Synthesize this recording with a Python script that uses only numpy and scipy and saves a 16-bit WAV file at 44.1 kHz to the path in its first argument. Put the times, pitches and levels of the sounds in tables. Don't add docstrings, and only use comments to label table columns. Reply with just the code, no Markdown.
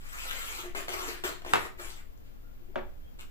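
import sys
import numpy as np
from scipy import signal
from scipy.fft import rfft, irfft, next_fast_len
from scipy.io import wavfile
from scipy.ndimage import uniform_filter1d, map_coordinates

SR = 44100
rng = np.random.default_rng(int(sys.argv[2]) if len(sys.argv) > 2 else 0)


def linear_from_db(decibels):
    return 10 ** (np.asarray(decibels, float) / 20)


def wav_out(sig):
    wavfile.write(sys.argv[1], SR, np.round(np.clip(np.atleast_2d(sig).T, -1, 1) * 32767).astype(np.int16))


N = 145530

# (frequency [Hz], density [dB per Hz])
CHOP_TONE = [(47, -28), (80, -11), (382, -12.5), (607, -3), (1050, -4.5), (1750, -5), (8000, -26),
             (15500, -37.5)]


def sawing():
    # (start [s], rise [s], stop [s], level [dB], fade [s])
    strokes = [
        (.0, 0.33, .6, -40, 0.12),
        (0.748, 0.0064, 0.79, -42.5, 0.12),
        (0.882, 0.003, 1.116, -42.5, 0.15),
        (1.236, 0.0072, 1.26, -38, 0.11),
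        (1.446, 0.032, 1.667, -49.5, 0.01),
        (1.773, 0.039, 1.899, -47.5, .1),
        (1.955, 0.009, 2.015, -61, 0.01),
        (3.188, 0.0015, 3.207, -54.5, 0.078),
    ]
    # (time [s], level [dB])
    depth = [(0, -70), (.5, -25), (.66, 6.5), (.8, -1.5), (1.2, -1), (1.55, 2.5), (1.8, -1), (1.95, -24),
             (3.3, -9)]
    # (frequency [Hz], density [dB per Hz])
    rasp_tone = [(150, -48), (250, -16.5), (1430, 0.5), (1560, -3), (2060, -1), (6100, -9.5), (8040, -4.5),
                 (8920, -14), (15500, -14)]
    # (frequency [Hz], width [Hz], level [dB])
    block = [(270, 25, -19.5), (362.4, 34, 5.5), (453, 110, -9.5), (663, 105, -2.5), (1100, 410, -12),
             (1930, 535, -1.5)]
    rise_db, fade_db, sag_db_per_s = 22, 24, 6.5
    cells_per_s, cell_spread_db, smooth_share = 6000, 3.5, 0.79

    t = np.arange(N) / SR
    push = np.zeros(N)
    for start, rise, stop, db, fade in strokes:
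        onset = rise_db * np.clip(1 - (t - start) / rise, 0, None) ** 2
        sag = sag_db_per_s * (t - start)
        decay = fade_db * np.clip((t - stop) / fade, 0, 9) ** 0.96
        push += linear_from_db(db - onset - sag - decay) * (t > start)
    push *= linear_from_db(0.75 * wobble(13.45) + 0.75 * wobble(69.6))

    chance, size = rng.random((2, N))
    crushed = chance < cells_per_s / SR
    cells = crushed * linear_from_db(-cell_spread_db * np.log(size + 0.0037)) * rng.standard_normal(N)
    grit = patchy(smooth_share * rng.standard_normal(N) + unit(cells), patchy_db=3.5)

    def resonances(f):
        return sum((-1) ** k * linear_from_db(db) * peak(f, hz, width) for k, (hz, width, db) in enumerate(block))

    rasp = unit(filtered(grit, lambda f: linear_from_db(along(rasp_tone, f))))
    hum = unit(filtered(grit, resonances))
    coupling = linear_from_db(np.interp(t, *np.transpose(depth)) + 3)
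    return push * (rasp + coupling * hum)


def rubs():
    # (centre [s], length [s], frequency [Hz], width [Hz], level [dB])
    rub_events = [(.39, .07, 7990, 200, -50), (.42, .04, 6900, 200, -54), (.28, .12, 1350, 150, -52),
                  (.66, .035, 365, 70, -52), (1.65, .03, 1250, 60, -48), (1.99, .04, 2200, 600, -58),
                  (2.27, .08, 2500, 4000, -70), (2.746, .018, 550, 200, -55), (.47, .05, 8300, 500, -56),
                  (1.805, .02, 1250, 90, -50), (2.45, .05, 1400, 50, -65), (2.61, .05, 360, 40, -59),
                  (2.7, .04, 360, 50, -59), (3.05, .07, 3230, 110, -72), (2.177, .006, 6500, 3000, -66)]
    out, t = np.zeros(N), np.arange(N) / SR
    noises = rng.standard_normal((len(rub_events), N))
    for (centre, length, hz, width, db), noise in zip(rub_events, noises):
        near = slice(max(round((centre - .2) * SR), 0), round((centre + 0.54) * SR))
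        band = unit(filtered(noise[near], lambda f: peak(f, hz, width) ** 2))
        swell = np.exp(-2 * ((t[near] - centre) / length * 2) ** 2)
        out[near] += linear_from_db(db) * band * swell
    return out


def catches():
    # (time [s], peak level [dB], hardness [0 to 1])
    ticks = [
        (.749, -38, .9),
        (.882, -36, 1),
        (1.238, -34.5, 1),
        (1.419, -48, .9),
        (1.448, -40.5, 0.68),
        (1.463, -42.5, 1),
        (1.797, -42.5, 0.37),
        (3.188, -63, 0.97),
    ]
    return knocks(ticks, [], CHOP_TONE, ring_db=0, crack_s=0.012, thud_db=3, thud_s=0.025)


def chopping():
    # (time [s], peak level [dB], hardness [1 = hard])
    chops = [
        (1.5355, -12, 1.68),
        (1.544, -28, 0.22),
        (1.555, -16, 0.25),
    ]
    # (frequency [Hz], level [dB], t60 [s])
    chop_modes = [(102, -22, 0.22), (366, -5, 0.089), (605, -3.5, 0.038), (745, 2, .04), (1085, 0.5, 0.046),
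                  (1296, -6, 0.047), (2800, 6.5, 0.0057), (7900, -6.5, .015)]
    return knocks(chops, chop_modes, CHOP_TONE, ring_db=-6.0, crack_s=0.0077, thud_db=-10.5, thud_s=0.11)


def laying_down():
    # (time [s], peak level [dB], hardness [1 = hard])
    landings = [
        (2.7575, -21.5, 0.84),
        (2.7645, -34, 0.24),
        (2.776, -28, .1),
    ]
    # (frequency [Hz], level [dB], t60 [s])
    lay_modes = [(106, -18, 0.17), (227, -10.5, 0.131), (359, -7.5, 0.17), (560, 0, 0.044),
                 (722, -3.5, 0.036), (810, -10, 0.046), (1640, -11, 0.04)]
    # (frequency [Hz], density [dB per Hz])
    lay_tone = [(80, -16), (250, -13), (600, 1.5), (1700, -6), (3000, -14.5), (4600, -29), (8300, -43),
                (15500, -84)]
    return knocks(landings, lay_modes, lay_tone, ring_db=-1, crack_s=0.0075, thud_db=-13.5, thud_s=0.14)


def knocks(hits, modes, tone, ring_db, crack_s, thud_db, thud_s):
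    out, t = np.zeros(N + SR), np.arange(SR // 3) / SR
    for (start, db, hard), noise in zip(hits, rng.standard_normal((len(hits), len(t)))):
        ring = 0
        for k, (hz, level, t60) in enumerate(modes):
            decay = linear_from_db(level + ring_db + noise[k] - 60 * t / t60)
            build_up = 1 - np.exp(-t * hz)
            softness = min(hard, 1) ** (hz / 2500)
            ring = ring + decay * np.sin(2 * np.pi * hz * t) * build_up * softness
        crack = hard * linear_from_db(-60 * t / crack_s)
        thud = linear_from_db(thud_db - 60 * t / thud_s)
        clatter = unit(filtered(noise, lambda f: linear_from_db(along(tone, f)))) * (crack + thud)
        out[round(start * SR):][:len(t)] += linear_from_db(db) * (ring + clatter) * (1 - np.exp(-t / 0.00033))
    return out[:N]


def ports(x, turn, lean):
    # (frequency [Hz], left lead [rad])
    lead_curve = [(100, -8), (340, -6), (1200, -3.5), (3000, -3), (7500, -2), (10000, -2), (15000, -2)]
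    # (frequency [Hz], left over right [dB])
    lean_curve = [(60, 5.5), (240, 5.5), (950, 3.5), (3770, 3.5), (15000, 12)]
    side = np.array([[.5], [-.5]])

    def response(f):
        phase = np.exp(1j * side * turn * along(lead_curve, f))
        return phase * linear_from_db(side * lean * along(lean_curve, f))

    return filtered(x, response)


def room(x):
    # (frequency [Hz], t60 [s])
    decay_times = [(150, 0.36), (1000, 0.32), (4000, 0.31), (12000, 0.22)]
    out, step = np.zeros((2, N + SR)), SR // 8
    for k in range(0, N, step):
        hz, t, z = signal.stft(rng.standard_normal((2, SR // 2)), SR, nperseg=256)
        decay = linear_from_db(-60 * t / along(decay_times, hz)[:, None])
        tail = signal.istft(z * decay, SR, nperseg=256)[1]
        wet = signal.fftconvolve(x[None, k:k + step], tail / np.linalg.norm(tail[0]), axes=1)
        start = k + 200
        out[:, start:start + wet.shape[1]] += wet
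    return out[:, :N]


def low_rumble():
    # (frequency [Hz], density [dB per Hz])
    rumble_tone = [(7.1, -16), (12, 7), (23, -4.5), (38, -15), (60, -12.5), (76, -19), (300, -41),
                   (390, -65), (660, -120)]
    likeness = [(20, 0.46), (200, -0.54)]  # (frequency [Hz], left-right correlation)
    return linear_from_db(-45.5 + np.array([[1.8], [-1.8]])) * rush(rumble_tone, likeness)


def hiss():
    # (frequency [Hz], density [dB per Hz])
    hiss_tone = [(120, -29), (200, -0.5), (555, -6.5), (1030, -13), (1380, -13), (1780, -15.5),
                 (7950, -23.5), (8870, -31), (15600, -13.5)]
    # (frequency [Hz], left-right correlation)
    likeness = [(60, 0.09), (240, -0.92), (950, -0.68), (3770, -0.4), (15000, -0.13)]
    return linear_from_db(-65 + np.array([[1.5], [-1.5]])) * rush(hiss_tone, likeness)


def rush(spectrum, alike):
    def response(hz):
        angle = np.arccos(np.clip(along(alike, hz), -.99, .99)) / 2
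        return linear_from_db(along(spectrum, hz)) * np.array([np.ones_like(hz), np.tan(angle)])

    mid, side = filtered(rng.standard_normal((2, N)), response)
    return np.array([mid + side, mid - side]) / np.std(mid)


def patchy(x, patchy_db):
    z = signal.stft(x, nperseg=256)[2]
    field = uniform_filter1d(rng.standard_normal(z.shape), 5, axis=0)
    field = uniform_filter1d(field, 9, axis=1)
    return signal.istft(z * linear_from_db(patchy_db * unit(field)), nperseg=256)[1][:N]


def peak(f, hz, width):
    return 1j * f * width / (hz * hz - f * f + 1j * f * width)


def filtered(x, response):
    m = next_fast_len(x.shape[-1] + 8192)
    spectrum = rfft(x, m) * response(np.fft.rfftfreq(m, 1 / SR))
    return irfft(spectrum, m)[..., :x.shape[-1]]


def wobble(rate):
    return map_coordinates(rng.standard_normal(N // 100), [np.arange(N) * rate / SR])


def along(points, hz):
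    f, v = np.transpose(points)
    return np.interp(np.log(hz + 1), np.log(f + 1), v)


def unit(x):
    return x / np.sqrt(np.mean(x ** 2) + 1e-20)


def scene():
    foam = sawing() + rubs() + catches()
    chop = chopping()
    lay = laying_down()
    near = linear_from_db(2.0) * ports(foam, 1.02, 0.86) + ports(chop, 0.55, 0.17) + ports(lay, 0.39, 0.77)
    far = room(foam + linear_from_db(-7) * chop + linear_from_db(-4) * lay) * linear_from_db([[.8], [-.8]])
    return near + far + low_rumble() + hiss()


def low_pass(x):
    return signal.sosfilt(signal.butter(12, 16670, fs=SR, output="sos"), x)


def record(dry):
    # (frequency [Hz], gain [dB])
    port_colour = [(3000, 0.5), (5500, -2), (8000, -0.5), (8900, -6), (10500, 2.5), (13000, 1)]
    top_hz = 15550
    heard = filtered(dry, lambda f: linear_from_db(along(port_colour, f)) * (f < top_hz))
    return low_pass(heard)


dry = scene()
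out = record(dry)
wav_out(out)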